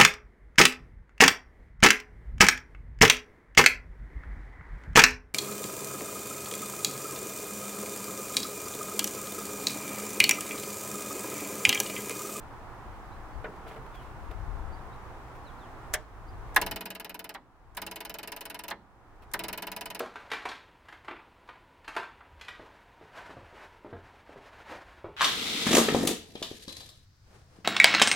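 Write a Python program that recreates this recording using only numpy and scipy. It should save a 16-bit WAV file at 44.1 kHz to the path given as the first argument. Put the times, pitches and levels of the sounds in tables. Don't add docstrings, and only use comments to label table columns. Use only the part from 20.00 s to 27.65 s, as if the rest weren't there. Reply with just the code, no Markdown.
import sys
import numpy as np
from scipy import signal
from scipy.fft import rfft, irfft, next_fast_len
from scipy.io import wavfile
from scipy.ndimage import uniform_filter1d, map_coordinates

SR = 44100
rng = np.random.default_rng(int(sys.argv[2]) if len(sys.argv) > 2 else 0)


def master_out(mix):
    frames = np.transpose(np.atleast_2d(mix))
    ceiling = np.clip(frames, -1, 1)
    pcm = np.round(ceiling * 32767).astype(np.int16)
    wavfile.write(sys.argv[1], SR, pcm)


N = 337188

# frequency in Hz, level in dB, t60 in seconds.
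STOOL_MODES = [(174, -5, .4), (205, -6, .25), (232, 0, .35), (265, -4, .2), (306, 0, .28), (335, -5, .2),
               (349, -3, .28), (429, 0, .3), (461, 1, .32), (512, -4, .22), (660, -6, .1), (750, -7, .12)]
# frequency in Hz, level in dB.
BOOM_SPECTRUM = [(59, -45.5), (100, -11.5), (146, -3), (227, 1.5), (340, -2.5), (371, -6.5), (445, -0.5),
                 (572, -15), (654, -9.5), (1000, -12.5), (1300, -49.5), (2200, -120)]


def rolling(hiss_db=4, rumble_db=-6.0, leave_s=6.2, whirr_hz=3450, at_stool_s=6.13, stool_boost_db=19):
    # time in seconds, level in dB.
    roll_levels = [(5.17, -65), (5.232, -36.5), (5.342, -38), (5.378, -37.5), (5.73, -33.5), (6.002, -42.5),
                   (6.138, -50), (6.18, -66.5), (6.41, -57.5), (6.678, -56.5), (6.782, -53), (7.05, -75.5)]
    # frequency in Hz, level in dB.
    lane_spectrum = [(290, -38), (500, -17), (553, -15), (792, -17.5), (851, -16.5), (941, -15.5),
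                     (1090, -15), (1270, -8.5), (1720, -14.5), (2070, -5), (2690, -7.5), (3580, -2.5),
                     (5050, -10), (12500, -23.5), (15500, -28)]
    carpet_spectrum = [(290, -36), (500, -5), (638, -23.5), (815, -28), (1450, -22.5), (1650, -13),
                       (2650, -13), (4020, -7), (5130, -12), (12500, -20), (15500, -39.5)]
    t = np.arange(N) / SR
    on_track = np.clip((leave_s - t) / 0.45, 0, 1)
    rattle = grainy_noise(lane_spectrum, grain_db=1.5, grain_rate=500)
    rattle = unit(filtered(rattle, lambda hz: amp(hump(hz, whirr_hz, height_db=2, octaves=0.2))))
    whirr = grainy_noise(carpet_spectrum, grain_db=4.5, grain_rate=200)
    wheels = np.sqrt(on_track) * rattle + np.sqrt(1 - on_track) * whirr
    modes_db = lambda hz: sum(hump(hz, mode[0], height_db=2.5, octaves=0.15) for mode in STOOL_MODES)
    rumble = unit(filtered(even_noise(BOOM_SPECTRUM), lambda hz: amp(modes_db(hz))))
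    drum_db = rumble_db + stool_boost_db * np.exp(-((t - at_stool_s) / 0.27) ** 2)
    envelope = amp(np.interp(t, *np.transpose(roll_levels), left=-120, right=-120))
    return envelope * (amp(hiss_db) * wheels + amp(drum_db) * rumble)


def collisions():
    # start in seconds, level in dB, pitch in Hz, brightness in dB.
    contacts = [(5.667, -26, 1900, -9.5), (5.714, -25, 2500, -2), (5.73, -19, 2380, -2.5),
                (5.749, -15.5, 2680, 2.5), (5.768, -17, 1790, -3), (5.782, -18, 920, 1.5),
                (5.886, -22, 1900, -21), (5.948, -22.5, 810, -9.5), (6.072, -20, 2900, 2.5),
                (6.354, -40, 3280, -15), (6.425, -28.5, 3350, -6), (6.506, -46.5, 2940, -4.5),
                (6.68, -37.5, 4040, -10), (6.766, -44.5, 3700, -2), (6.804, -42, 3710, -5),
                (6.89, -46, 3600, -0.5)]
    # start in seconds, level in dB, pitch in Hz.
    blows = [(5.714, -21.5, 272), (5.741, -15.5, 312), (5.768, -13.5, 483), (5.781, -12, 437),
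             (5.885, -18.5, 400), (5.924, -21.5, 265), (6.037, -23, 494)]
    thuds, cracks = jolts()
    return clacks(contacts + cracks, lows_db=0.5, room_db=-3) + stool_bumps(blows + thuds)


def jolts(count=8, gap_s=0.021, scatter_s=0.0015, scatter_db=0.5, scatter_octaves=0.34, crack_hz=1730):
    # start in seconds, thud level in dB, thud pitch in Hz, crack level and brightness in dB.
    crossings = [(5.668, -23, 290.7, -29, -2), (5.965, -24.5, 336, -35.5, -0.5)]
    thuds, cracks = [], []
    for start, db, hz, crack_db, bright_db in crossings:
        for k, (late, hard, high) in enumerate(rng.standard_normal((count, 3))):
            s = start + k * gap_s + scatter_s * late
            thuds.append((s, db + scatter_db * hard, hz * 2 ** (scatter_octaves * high)))
            cracks.append((s, crack_db + scatter_db * hard, crack_hz, bright_db))
    return thuds, cracks


def clacks(rows, lows_db, room_db, gain_db=-1, metal_db=-5, metal_from_hz=3200, metal_span_hz=850):
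    # frequency in Hz, level in dB, t60 in seconds.
    car_modes = [(4020, 11, 0.14), (4170, -3.5, 0.32), (3830, -4.5, 0.38), (5310, -15, .2),
                 (6650, -18.5, .15)]
    # frequency in Hz, level in dB.
    spectrum = [(350, -16.5), (600, 4.5), (866, -2), (1230, -1), (1470, -8.5), (1810, -5.5), (2010, -9.5),
                (3520, -5), (4940, -7.5), (6950, -9), (9500, -13.5), (11300, -13.5), (15500, -24)]
    out = np.zeros((2, N))
    for s, db, pitch_hz, bright_db in rows:
        hardness = [(600, lows_db), (1100, 0.0017), (3500, 0.0017), (7000, bright_db + 8.5)]
        note = lambda hz: hump(hz, pitch_hz, height_db=10, octaves=0.63)
        colour = lambda hz: along(spectrum, hz) + along(hardness, hz) + note(hz)
        crack = burst(colour, t60=0.028, chatter_db=-16, chatter_t60=0.26)
        metal = amp(metal_db) * np.clip((pitch_hz - metal_from_hz) / metal_span_hz, 0, 1) * ring(car_modes)
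        add_blow(out, s, amp(db + gain_db) * panned(crack + metal, s), room_db)
    return out


def stool_bumps(rows, gain_db=-1.0, ring_db=-12, room_db=-9):
    out = np.zeros((2, N))
    for s, db, hz in rows:
        bump = thud(hz, cycles=4.4) + amp(ring_db) * ring(STOOL_MODES)
        add_blow(out, s, amp(db + gain_db) * panned(bump, s), room_db)
    return out


def landings(boom_db=-19, room_db=-8):
    # start in seconds, level in dB, pitch in Hz. The last is the soft thud of a child shifting.
    pats = [(5.947, -12.5, 464), (6.354, -32.5, 363), (6.419, -28.5, 427), (6.514, -31.5, 340),
            (6.678, -37.5, 238), (7.587, -43, 260)]
    out = np.zeros((2, N))
    for s, db, pitch_hz in pats:
        boom = burst(lambda hz: along(BOOM_SPECTRUM, hz), t60=0.14, chatter_db=-14.5, chatter_t60=0.42)
        landing = thud(pitch_hz, cycles=2.12) + amp(boom_db) * boom
        add_blow(out, s, amp(db) * panned(landing, s), room_db)
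    return out


def gate_opening():
    # peak time in seconds, length in seconds, level in dB.
    slide = [(5.235, 0.15, -30.5)]
    # start in seconds, level in dB, pitch in Hz, brightness in dB.
    snaps = [(5.208, -18, 1300, -23), (5.215, -19.5, 1850, -10), (5.243, -18.5, 3220, -9)]
    spectrum = [(300, -28), (700, -9.5), (1200, 1.5), (2000, -4), (3500, -2), (6000, -21), (15000, -35)]
    scrape = swells(slide) * grainy_noise(spectrum, grain_db=3.0, grain_rate=400)
    return scrape + clacks(snaps, lows_db=-9.5, room_db=-0.5)


def gate_loading(touch_s=0.025, settle_s=0.055, cavity_db=4, room_db=-2):
    # start in seconds, level in dB, pitch in Hz, brightness in dB.
    clicks = [(0.002, -26.5, 574, 4), (0.156, -36, 1300, 3.5), (0.315, -29, 1570, 6.5),
              (0.333, -32, 1860, 4.5), (0.453, -30.5, 1090, 5), (0.488, -39, 3870, 4),
              (0.514, -39, 1600, 6), (0.884, -45, 1310, 7), (0.924, -44, 1560, 4), (1.081, -34, 1160, -6.5),
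              (1.109, -37.5, 1030, -8), (1.488, -41, 1090, -1.5), (1.878, -35.5, 1720, 8),
              (1.964, -27.5, 1160, 3), (2.205, -48, 1190, -9), (2.411, -43, 2480, 11.5),
              (2.482, -37, 1910, 5.5)]
    # frequency in Hz, level in dB.
    spectrum = [(71, -80), (120, -12.5), (325, 0), (459, 0), (519, -7), (764, -1.5), (1060, -4), (1270, -5),
                (1560, -3.5), (3440, -11.5), (4390, -15), (5490, -22), (12900, -33), (15500, -62)]
    touches = [(s - touch_s * (.5 + rng.random()), db - 16, hz, 9) for s, db, hz, _ in clicks]
    settles = [(s + settle_s * (.5 + rng.random()), db - 15.5, hz, bright) for s, db, hz, bright in clicks]
    out = np.zeros((2, N))
    for s, db, pitch_hz, bright_db in touches + clicks + settles:
        treble = [(2800, 0), (7000, bright_db)]
        body = lambda hz: hump(hz, pitch_hz, height_db=14, octaves=1.63)
        cavity = lambda hz: hump(hz, pitch_hz, cavity_db, octaves=0.062)
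        colour = lambda hz: along(spectrum, hz) + along(treble, hz) + body(hz) + cavity(hz)
        click = burst(colour, t60=0.055, chatter_db=-32, chatter_t60=0.077)
        add_blow(out, s, amp(db) * click, room_db)
    return out


def steps(pat_hz=526, scuff_db=-7, room_db=1):
    # start in seconds, level in dB, bass weight in dB.
    footfalls = [(2.596, -40.5, -29), (3.013, -43.5, -6), (3.295, -41, -13), (3.369, -39, -7),
                 (3.527, -47.5, -27), (3.847, -38, -7), (3.928, -34.5, -10), (4.294, -41.5, -9),
                 (4.36, -42, -9), (4.715, -38.5, -26), (5.044, -31.5, -14)]
    # frequency in Hz, level in dB.
    spectrum = [(29, -39.5), (50, -1), (85, -0.5), (251, -8.5), (427, -3), (754, -10.5), (957, -10.5),
                (1070, -13.5), (1920, -22.5), (4000, -40), (5200, -50), (8800, -120)]
    out = np.zeros((2, N))
    for s, db, weight_db in footfalls:
        heft = [(150, weight_db + 7.0), (350, 0)]
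        colour = lambda hz: along(spectrum, hz) + along(heft, hz)
        scuff = burst(colour, t60=0.082, chatter_db=-13, chatter_t60=0.077)
        add_blow(out, s, amp(db) * (thud(pat_hz, cycles=1.87) + amp(scuff_db) * scuff), room_db)
    return out


def clothes(gain_db=-2):
    # peak time in seconds, length in seconds, level in dB.
    movements = [(0.3, 0.58, -47.5), (2.65, 0.9, -56), (3.19, 0.51, -48), (3.31, 0.14, -45.5),
                 (3.58, 0.33, -46), (4.09, 0.45, -54), (4.46, 0.5, -49.5), (4.72, 0.3, -42.5),
                 (4.925, 0.21, -49.5)]
    # frequency in Hz, level in dB.
    spectrum = [(88, -44), (150, -14.5), (453, -7.5), (500, -10.5), (561, -3), (618, -4.5), (930, -3.5),
                (1170, -8), (1540, -4.5), (15500, -45)]
    return amp(gain_db) * swells(movements) * grainy_noise(spectrum, grain_db=3.5, grain_rate=45)


def carpet_shuffle():
    # peak time in seconds, length in seconds, level in dB.
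    movements = [(7.35, 0.197, -55.5), (7.56, 0.28, -59.5)]
    spectrum = [(150, 1.0), (450, 4.0), (1600, -3.0), (3000, -11), (9000, -16), (15000, -32)]
    return swells(movements) * grainy_noise(spectrum, grain_db=1.5, grain_rate=74)


def floor_rumble():
    # peak time in seconds, length in seconds, level in dB.
    sways = [(2.36, 0.27, -55), (4.9, 0.6, -59)]
    # frequency in Hz, level in dB.
    spectrum = [(15, -25), (40, -4.5), (75, 1.5), (110, -11), (250, -44), (1000, -90)]
    return swells(sways) * even_noise(spectrum)


def room_air(near):
    # frequency in Hz, level in dB.
    near_spectrum = [(25, -11), (95, -1.5), (250, -24.5), (500, -34.5), (1500, -30.5), (3000, -38),
                     (5000, -30.5), (10000, -49.5), (15500, -47)]
    far_spectrum = [(15, -30), (25, -5), (43, -3.5), (91, -6), (188, -16.5), (253, -13.5), (848, -14),
                    (970, -7), (1110, -15.5), (2700, -22.5), (5730, -39), (14300, -47.5), (15500, -43)]
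    return amp(-58) * even_noise(near_spectrum) if near else amp(-59) * even_noise(far_spectrum)


def burst(colour_db, t60, chatter_db, chatter_t60):
    t = blow_time()
    decay = amp(-60 * t / t60) + amp(chatter_db - 60 * t / chatter_t60)
    noise = rng.standard_normal(len(t)) * decay * (1 - np.exp(-t / 0.0013))
    return peaked(minimum_phase(noise, colour_db))


def ring(modes):
    t = blow_time()
    tones = sum(amp(db + rng.normal(0, 2) - 60 * t / t60) * np.sin(2 * np.pi * (hz * t + rng.random()))
                for hz, db, t60 in modes)
    return peaked(tones * (1 - np.exp(-t / .001)))


def thud(hz, cycles):
    turns = blow_time() * max(hz, 100)
    return peaked(np.sin(2 * np.pi * turns) * turns * amp(-60 * turns / cycles))


def grainy_noise(spectrum, grain_db, grain_rate):
    knots = rng.standard_normal(int(N * grain_rate / SR) + 4)
    sizes = amp(grain_db * map_coordinates(knots, [np.arange(N) * grain_rate / SR], order=1))
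    grains = rng.standard_normal((2, N)) * sizes
    return unit(filtered(diffuse(grains), lambda hz: amp(along(spectrum, hz))))


def even_noise(spectrum):
    return unit(filtered(diffuse(rng.standard_normal((2, N))), lambda hz: amp(along(spectrum, hz))))


def swells(rows, rise_share=0.45, depth_db=13):
    t = np.arange(N) / SR
    power = np.zeros(N)
    for s, length, db in rows:
        from_peak = np.maximum((s - t) / rise_share, (t - s) / (1 - rise_share)) / length
        power += amp(db - depth_db * from_peak) ** 2
    return np.sqrt(power)


def panned(blow, s, lag_s=0.00012, shade_db=1.0):
    # time in seconds, side from -1 (right) to 1 (left).
    bearings = [(5.2, -0.14), (6.0, -0.16), (6.35, 0.84), (6.42, 0.15), (6.51, 0.71), (6.9, 0.93)]
    side = np.interp(s, *np.transpose(bearings)) * np.array([[1], [-1]])
    return filtered(blow, lambda hz: amp(shade_db * side) * np.exp(2j * np.pi * hz * lag_s * side))


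def add_blow(out, s, blow, room_db):
    # frequency in Hz, t60 in seconds.
    room_t60 = [(150, 0.49), (500, 0.26), (1400, 0.39), (3700, 0.42), (10000, 0.27)]
    hz, t, bands = signal.stft(rng.standard_normal((2, SR // 2)), SR, nperseg=256)
    bands = bands * amp(-60 * t / along(room_t60, hz)[:, None]) * (1 - np.exp(-t / 0.0017))
    tail = diffuse(signal.istft(bands, SR, nperseg=256)[1])
    tail /= np.linalg.norm(tail[0])
    wet = signal.fftconvolve(np.atleast_2d(blow)[:1], tail, axes=1)[:, :blow.shape[-1]]
    start = max(round(s * SR), 0)
    out[:, start:start + wet.shape[1]] += (blow + amp(room_db) * wet)[:, :N - start]


def diffuse(pair):
    # frequency in Hz, left-right correlation.
    likeness = [(150, 0.95), (400, 0.68), (950, 0.3), (2400, 0.14), (6000, 0.1)]
    turn = lambda hz: np.arccos(along(likeness, hz)) / 2
    mid, side = filtered(pair, lambda hz: np.array([np.cos(turn(hz)), np.sin(turn(hz))]))
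    return np.array([mid + side, mid - side])


def minimum_phase(x, colour_db, size=2048):
    cepstrum = irfft(np.log(amp(np.maximum(colour_db(np.fft.rfftfreq(size, 1 / SR)), -100))))
    cepstrum[1:size // 2] *= 2
    cepstrum[size // 2 + 1:] = 0
    return signal.fftconvolve(x, irfft(np.exp(rfft(cepstrum))))[:len(x)]


def filtered(x, response):
    n = x.shape[-1]
    padded = next_fast_len(n + 4096)
    return irfft(rfft(x, padded) * response(np.fft.rfftfreq(padded, 1 / SR)), padded)[..., :n]


def hump(hz, centre_hz, height_db, octaves):
    return height_db * np.exp(-np.log2((hz + 1) / centre_hz) ** 2 / octaves ** 2)


def along(points, hz):
    freqs, values = np.transpose(points)
    return np.interp(np.log(hz + 1), np.log(freqs + 1), values)


def blow_time():
    return np.arange(SR // 2) / SR


def peaked(x):
    return x / np.sqrt(uniform_filter1d(x * x, 128).max() + 1e-20)


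def unit(x):
    return x / np.sqrt(np.mean(x ** 2) + 1e-20)


def amp(db):
    return 10 ** (np.asarray(db) / 20)


def scene(cut_s=5.166, left_db=0.9):
    far = gate_loading() + steps() + clothes() + floor_rumble() + room_air(near=False)
    near = gate_opening() + rolling() + collisions() + landings() + carpet_shuffle() + room_air(near=True)
    return np.where(np.arange(N) / SR < cut_s, far[0], near * amp([[left_db], [-left_db]]))


def record(dry):
    return filtered(dry, lambda hz: hz < 15900)


dry = scene()
out = record(dry)
master_out(out)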